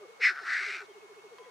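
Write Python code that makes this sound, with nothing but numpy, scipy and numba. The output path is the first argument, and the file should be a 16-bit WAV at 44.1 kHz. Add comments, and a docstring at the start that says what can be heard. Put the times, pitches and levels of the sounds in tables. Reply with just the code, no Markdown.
"""A black grouse hisses on open grassland: a sharp sneeze, a low catch, then a long rasping hiss,
all turbulent air through the moving resonances of its throat. Farther off another cock bubbles
in quick, mostly falling notes from an inflated throat. Small birds chirp faintly, something
ticks and rings, and a thin whine lies in the quiet air."""
import sys
import numpy as np
from scipy import signal
from scipy.fft import rfft, irfft
from scipy.io import wavfile
from scipy.ndimage import uniform_filter1d
from numba import njit

SR = 44100
rng = np.random.default_rng(int(sys.argv[2]) if len(sys.argv) > 2 else 0)


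def int16_out(signal):
    """Quantize to a 16-bit WAV file."""
    q = np.round(np.clip(np.atleast_2d(signal).T, -1, 1) * 32767)
    wavfile.write(sys.argv[1], SR, q.astype(np.int16))


N = 66150
T = np.arange(N) / SR

# main throat resonance and call contour: t/s, level/dB, f/Hz, beak send/dB, low resonance re main/dB
CALL_CONTOUR = [(.192,-66.5,2260,-5,4), (.212,-35.5,2180,-10.5,-3), (.235,-21.5,2062,-13.5,-24),
                (.258,-18.5,2018,-13.5,-19), (.294,-25,1890,-13.5,-5), (.335,-44.5,1810,-11.5,18),
                (.39,-37,1700,-19.5,7), (.42,-48,1800,-6,8), (.48,-32.5,1840,-11.5,0.5),
                (.536,-27.5,1850,-11,-4.5), (.61,-33,2084,-8.5,-2), (.68,-35,2150,-6,-4),
                (.755,-37,2240,-5.5,-5.5), (.825,-45,2300,-10,11), (.854,-68,2080,9,3)]
# depth of the rasp, how unevenly the air bursts out: t/s, depth/dB
RASP_DEPTH = [(.2, 0.2), (.28, .5), (.36, 2.0), (.52, 0.7), (.7, 2.6), (.84, 3.5)]
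# stereo placement of the call: f/Hz, left minus right/dB
CALL_PLACEMENT = [(1000, 0), (1450, 1.5), (2100, 1.3), (4000, -0.3)]


def hissing_grouse(throat_db=-0.5, beak_db=-4.5, rasp_hz=210, fade_s=0.022, low_cut_hz=1170):
    """Air forced in uneven bursts through the throat and out past the beak."""
    level_db, throat_hz, send_db, low_db = in_time(CALL_CONTOUR)
    depth_db, = in_time(RASP_DEPTH)
    body = from_db(throat_db) * throat(throat_hz, low_db)
    sizzle = from_db(beak_db + send_db) * beak()
    bursts = even_out(from_db(depth_db * np.clip(flutter(rasp_hz), -2, 2)), samples=1800)
    inside_s = np.minimum(T - CALL_CONTOUR[0][0], CALL_CONTOUR[-1][0] - T)
    gate = np.clip(1 + inside_s / fade_s, 0, 1)
    hiss = from_db(level_db) * bursts * (body + sizzle) * gate
    hiss = signal.sosfilt(signal.butter(10, low_cut_hz, "high", fs=SR, output="sos"), hiss)
    pan = from_db(at_bins(CALL_PLACEMENT) * [[.5], [-.5]])
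    return field(irfft(rfft(hiss) * pan, N), wet_db=-19)


# sweep of the low throat resonance: t/s, f/Hz
LOW_SWEEP = [(.29, 1550), (.39, 1440), (.46, 1400), (.53, 1590), (.74, 1496), (.83, 1436)]


def throat(main_hz, low_db, top_ratio=1.314, upper_ratio=1.306, upper_db=-21.5):
    """Turbulence through three moving resonances; the main one saturates like a rough whistle."""
    low_hz, = in_time(LOW_SWEEP)
    main = even_out(cavity(main_hz, width_hz=387), samples=149)
    main = swept_lowpass(main, main_hz * top_ratio)
    low = even_out(cavity(low_hz, width_hz=395), samples=440)
    upper = cavity(main_hz * upper_ratio, width_hz=710)
    blend = main + from_db(upper_db) * upper + from_db(low_db) * low
    return blend / np.sqrt(1 + from_db(low_db) ** 2)


# colour of the hiss at the beak: f/Hz, relative level/dB
BEAK_COLOUR = [(1000, 0), (2600, 0), (3200, -7), (3550, 1), (4250, 2.5), (4700, 0), (5200, -2.5),
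               (5750, -4), (6500, -9.5), (8200, -18), (11000, -25.5), (13000, -38), (15500, -55)]
# narrow rings over that hiss: f/Hz, width/Hz, relative level in the sneeze/dB, in the long hiss/dB
BEAK_RESONANCES = [(5154, 330, -5.5, -28), (4134, 540, -6.5, -23), (5630, 190, -16.5, -19),
                   (7930, 720, -25.5, -20.5)]


def beak(long_hiss_start_s=.44):
    """Bright air rushing past the beak and ringing in it, most strongly in the sneeze."""
    hiss = noise(BEAK_COLOUR)
    for hz, width_hz, sneeze_db, hiss_db in BEAK_RESONANCES:
        ring_db = np.where(T < long_hiss_start_s, sneeze_db, hiss_db)
        hiss += from_db(ring_db) * cavity(hz, width_hz)
    return hiss


def call_undertone(db=-60, follows=0.099):
    """A soft rush of air below the throat resonances, lasting as long as the call."""
    call_db = in_time(CALL_CONTOUR)[0]
    gate = np.clip((call_db - call_db[0]) / 20, 0, 1)
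    rush = noise([(300, -11), (520, -5), (700, 14.5), (1000, 3), (1500, -22)])
    return gate * from_db(db + follows * call_db) * rush


# the far cock's bubbling phrase: peak t/s, f/Hz, level before trim/dB, glide/(Hz/s), length/s
BUBBLE_NOTES = [(0.028, 405, -46.5, -1900, 0.073), (0.022, 604, -55, 500, .04),
                (0.056, 510, -52, -5000, 0.041), (.096, 455, -48, 2991, 0.04), (.134, 450, -54.5, 495, .04),
                (.205, 470, -48, -7000, 0.032), (0.263, 340, -58, -1000, 0.033),
                (0.313, 382, -53, -2200, 0.051), (0.426, 410, -52.5, -4500, 0.043),
                (0.487, 340, -63.5, -2500, 0.076), (0.565, 335, -63.5, -1200, 0.0461),
                (0.621, 388, -55, -1300, .06), (0.69, 412, -49.5, -1700, 0.065),
                (0.755, 392, -55.5, -1800, 0.078), (0.828, 411, -49.5, -1700, 0.058),
                (0.902, 415, -48, -2200, 0.053), (0.971, 417, -48.5, -2200, 0.055),
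                (1.042, 420, -48.5, -2200, 0.059), (1.113, 423, -47.5, -2300, 0.053),
                (1.183, 424, -49.5, -2500, 0.056), (1.256, 427, -47, -2400, 0.053),
                (1.333, 452, -48.5, -2800, 0.059), (1.41, 460, -47.5, -2900, 0.058),
                (1.479, 478, -50, -3000, 0.058)]


def bubbling_grouse(trim_db=-1.5, octave_db=-24, arch_hz=141.5):
    """Nearly pure low notes from an inflated throat, about fourteen a second."""
    phrase = np.zeros(N)
    for s, hz, db, glide, length in BUBBLE_NOTES:
        bend = -glide ** 2 / arch_hz   # steeper notes arch more
        envelope, phase = note(s, hz, db, glide, length, bend)
        phrase += envelope * (np.sin(phase) + from_db(octave_db) * np.sin(2 * phase))
    pan = from_db([[.6], [-.6]])
    return field(from_db(trim_db) * phrase * pan, wet_db=-19)


# distant chirps: peak t/s, f/Hz, level/dB, glide/(Hz/s), length/s
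SONGBIRD_NOTES = [(0.038, 1217, -55.5, -4000, 0.035), (0.91, 3170, -68.5, 500, 0.077),
                  (0.944, 2880, -69.5, -9000, .04), (1.016, 2550, -63, -30000, 0.019),
                  (1.194, 2630, -70, 5991, 0.054), (1.273, 2670, -65.5, -25000, 0.017),
                  (1.444, 3290, -68, -5, 0.066), (1.454, 1974, -64.5, -1500, .08)]


def songbirds(waver_rad=0.51, waver_hz=150):
    """Faint wavering whistles from far across the field."""
    notes = [note(*row, bend=-110000) for row in SONGBIRD_NOTES]
    chirps = sum(envelope * np.sin(phase + waver_rad * flutter(waver_hz)) for envelope, phase in notes)
    return field(chirps, wet_db=-14)


# modes of a lightly struck object: f/Hz, level/dB, t60/s
TICK_RING = [(1010, -52.5, 0.89), (1066, -47.5, 0.027), (3210, -57, 0.032)]


def tick(start_s=1.384, crack_db=-51.5, crack_t60_s=0.033, low_cut_hz=600):
    """One light contact with a brief crack; its lowest mode rings on."""
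    t = np.maximum(T - start_s, 0)
    ring = sum(from_db(db - 60 * t / t60) * np.sin(2 * np.pi * hz * t) for hz, db, t60 in TICK_RING)
    decay = (t > 0) * from_db(crack_db - 60 * t / crack_t60_s)
    crack = decay * noise([(2200, 2), (3300, 1), (6400, -13), (9000, -26)])
    return signal.sosfilt(signal.butter(2, low_cut_hz, "high", fs=SR, output="sos"), ring + crack)


# partials of the whine: f/Hz, rms level/dB
WHINE_PARTIALS = [(2186, -66), (2643, -90), (4371, -84), (5825, -81.5), (6557, -81.5), (8742, -89.5)]


def whine():
    """A thin, steady stack of high pure tones."""
    return sum(np.sqrt(2) * from_db(db) * np.sin(2 * np.pi * hz * T) for hz, db in WHINE_PARTIALS)


# colour of the air bed: f/Hz, relative level/dB
AIR_COLOUR = [(25, -34), (70, -21.5), (140, -9), (250, -9), (400, -2.5), (650, -2), (1100, 0.5), (1800, -7),
              (2800, -10), (4000, -14.5), (5000, -16.5), (6500, -17.5), (10000, -24), (14000, -30.5),
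              (15600, -34)]
# stereo image of the air bed: f/Hz, left-right correlation
AIR_CORRELATION = [(30, 0.64), (120, -0.58), (400, -0.11), (700, -0.076), (2000, -0.19), (12000, -0.00026)]


def quiet_air(level_db=-56.5):
    """A wide, soft bed of open air, built from mid and side noise."""
    alike = np.clip(at_bins(AIR_CORRELATION), -.95, .95)
    mid = np.sqrt(1 + alike) * rfft(noise(AIR_COLOUR))
    side = np.sqrt(1 - alike) * rfft(noise(AIR_COLOUR))
    return from_db(level_db) * rms_one(irfft(mid + side * [[1], [-1]], N))


def field(x, wet_db, t60_s=0.12, predelay_s=.004):
    """Direct sound plus a faint dull scatter from the tussocks, different in each ear."""
    dull = signal.lfilter([1], [1, -.7], rng.standard_normal((2, N)))
    tail = dull * from_db(-60 * T / t60_s) * (T > predelay_s)
    tail /= np.sqrt(np.sum(tail ** 2, axis=1, keepdims=True))
    scatter = signal.fftconvolve(x * np.ones((2, 1)), tail, axes=1)[:, :N]
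    return x + from_db(wet_db) * scatter


def note(s, hz, db, glide, length, bend):
    """Envelope and phase of one swelling note on an arched glide; bend is in Hz/s^2."""
    t = np.clip(T - s, -length / 2, length / 2)
    envelope = np.sqrt(2) * from_db(db) * np.abs(np.cos(np.pi * t / length)) ** 1.47
    pitch_hz = hz + glide * t + bend * t * t
    return envelope, 2 * np.pi * (np.cumsum(pitch_hz) / SR + rng.random())


def cavity(hz, width_hz):
    """Turbulence through two like resonators in series for steep sides, rms 1."""
    angle = 2 * np.pi * hz / SR * np.ones(N)
    radius = np.exp(-np.pi * width_hz / SR)
    once = resonate(rng.standard_normal(N), angle, radius)
    return rms_one(resonate(once, angle, radius))


@njit
def resonate(x, angle, radius):
    """Two-pole resonance with a moving centre."""
    y = np.zeros(len(x))
    for i in range(2, len(x)):
        drive = (1 - radius ** 2) / 2 * (x[i] - x[i - 2])
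        y[i] = drive + 2 * radius * np.cos(angle[i]) * y[i - 1] - radius ** 2 * y[i - 2]
    return y


def swept_lowpass(x, edge_hz):
    """Steep low-pass with a moving edge: filtered on a clock that runs with the edge."""
    clock, ticks = np.cumsum(edge_hz / edge_hz.mean()), np.arange(N)
    steep = signal.butter(8, edge_hz.mean(), fs=SR, output="sos")
    warped = np.interp(ticks, clock, x)
    return np.interp(clock, ticks, signal.sosfilt(steep, warped))


def even_out(x, samples):
    """Ride the gain to hold the running rms near 1."""
    return x / np.sqrt(uniform_filter1d(x ** 2, samples))


def noise(colour):
    """Noise shaped by (f/Hz, level/dB) points, rms 1."""
    return rms_one(irfft(rfft(rng.standard_normal(N)) * from_db(at_bins(colour)), N))


def flutter(rate_hz):
    """Smooth random motion, rms 1."""
    smooth = signal.butter(2, rate_hz, fs=SR, output="sos")
    return rms_one(signal.sosfilt(smooth, rng.standard_normal(N)))


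def in_time(rows):
    """Each column of an automation curve at every sample."""
    s, *columns = np.transpose(rows)
    return [np.interp(T, s, column) for column in columns]


def at_bins(points):
    """A curve over log frequency, read at every Fourier bin."""
    hz, value = np.transpose(points)
    bin_hz = np.arange(N // 2 + 1) * SR / N
    return np.interp(np.log(bin_hz + 1), np.log(hz), value)


def from_db(db):
    """Decibels to gain."""
    return 10 ** (np.asarray(db) / 20)


def rms_one(x):
    """Scale to rms 1."""
    return x / np.sqrt(np.mean(x ** 2) + 1e-20)


def scene():
    """The hissing bird in front, everything else around it."""
    call = hissing_grouse() + call_undertone()
    return call + bubbling_grouse() + songbirds() + tick() + whine() + quiet_air()


def record(dry, high_cut_hz=15650):
    """A steep high cut on the whole mix."""
    return signal.sosfilt(signal.ellip(12, .1, 80, high_cut_hz, fs=SR, output="sos"), dry)


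dry = scene()
out = record(dry)
int16_out(out)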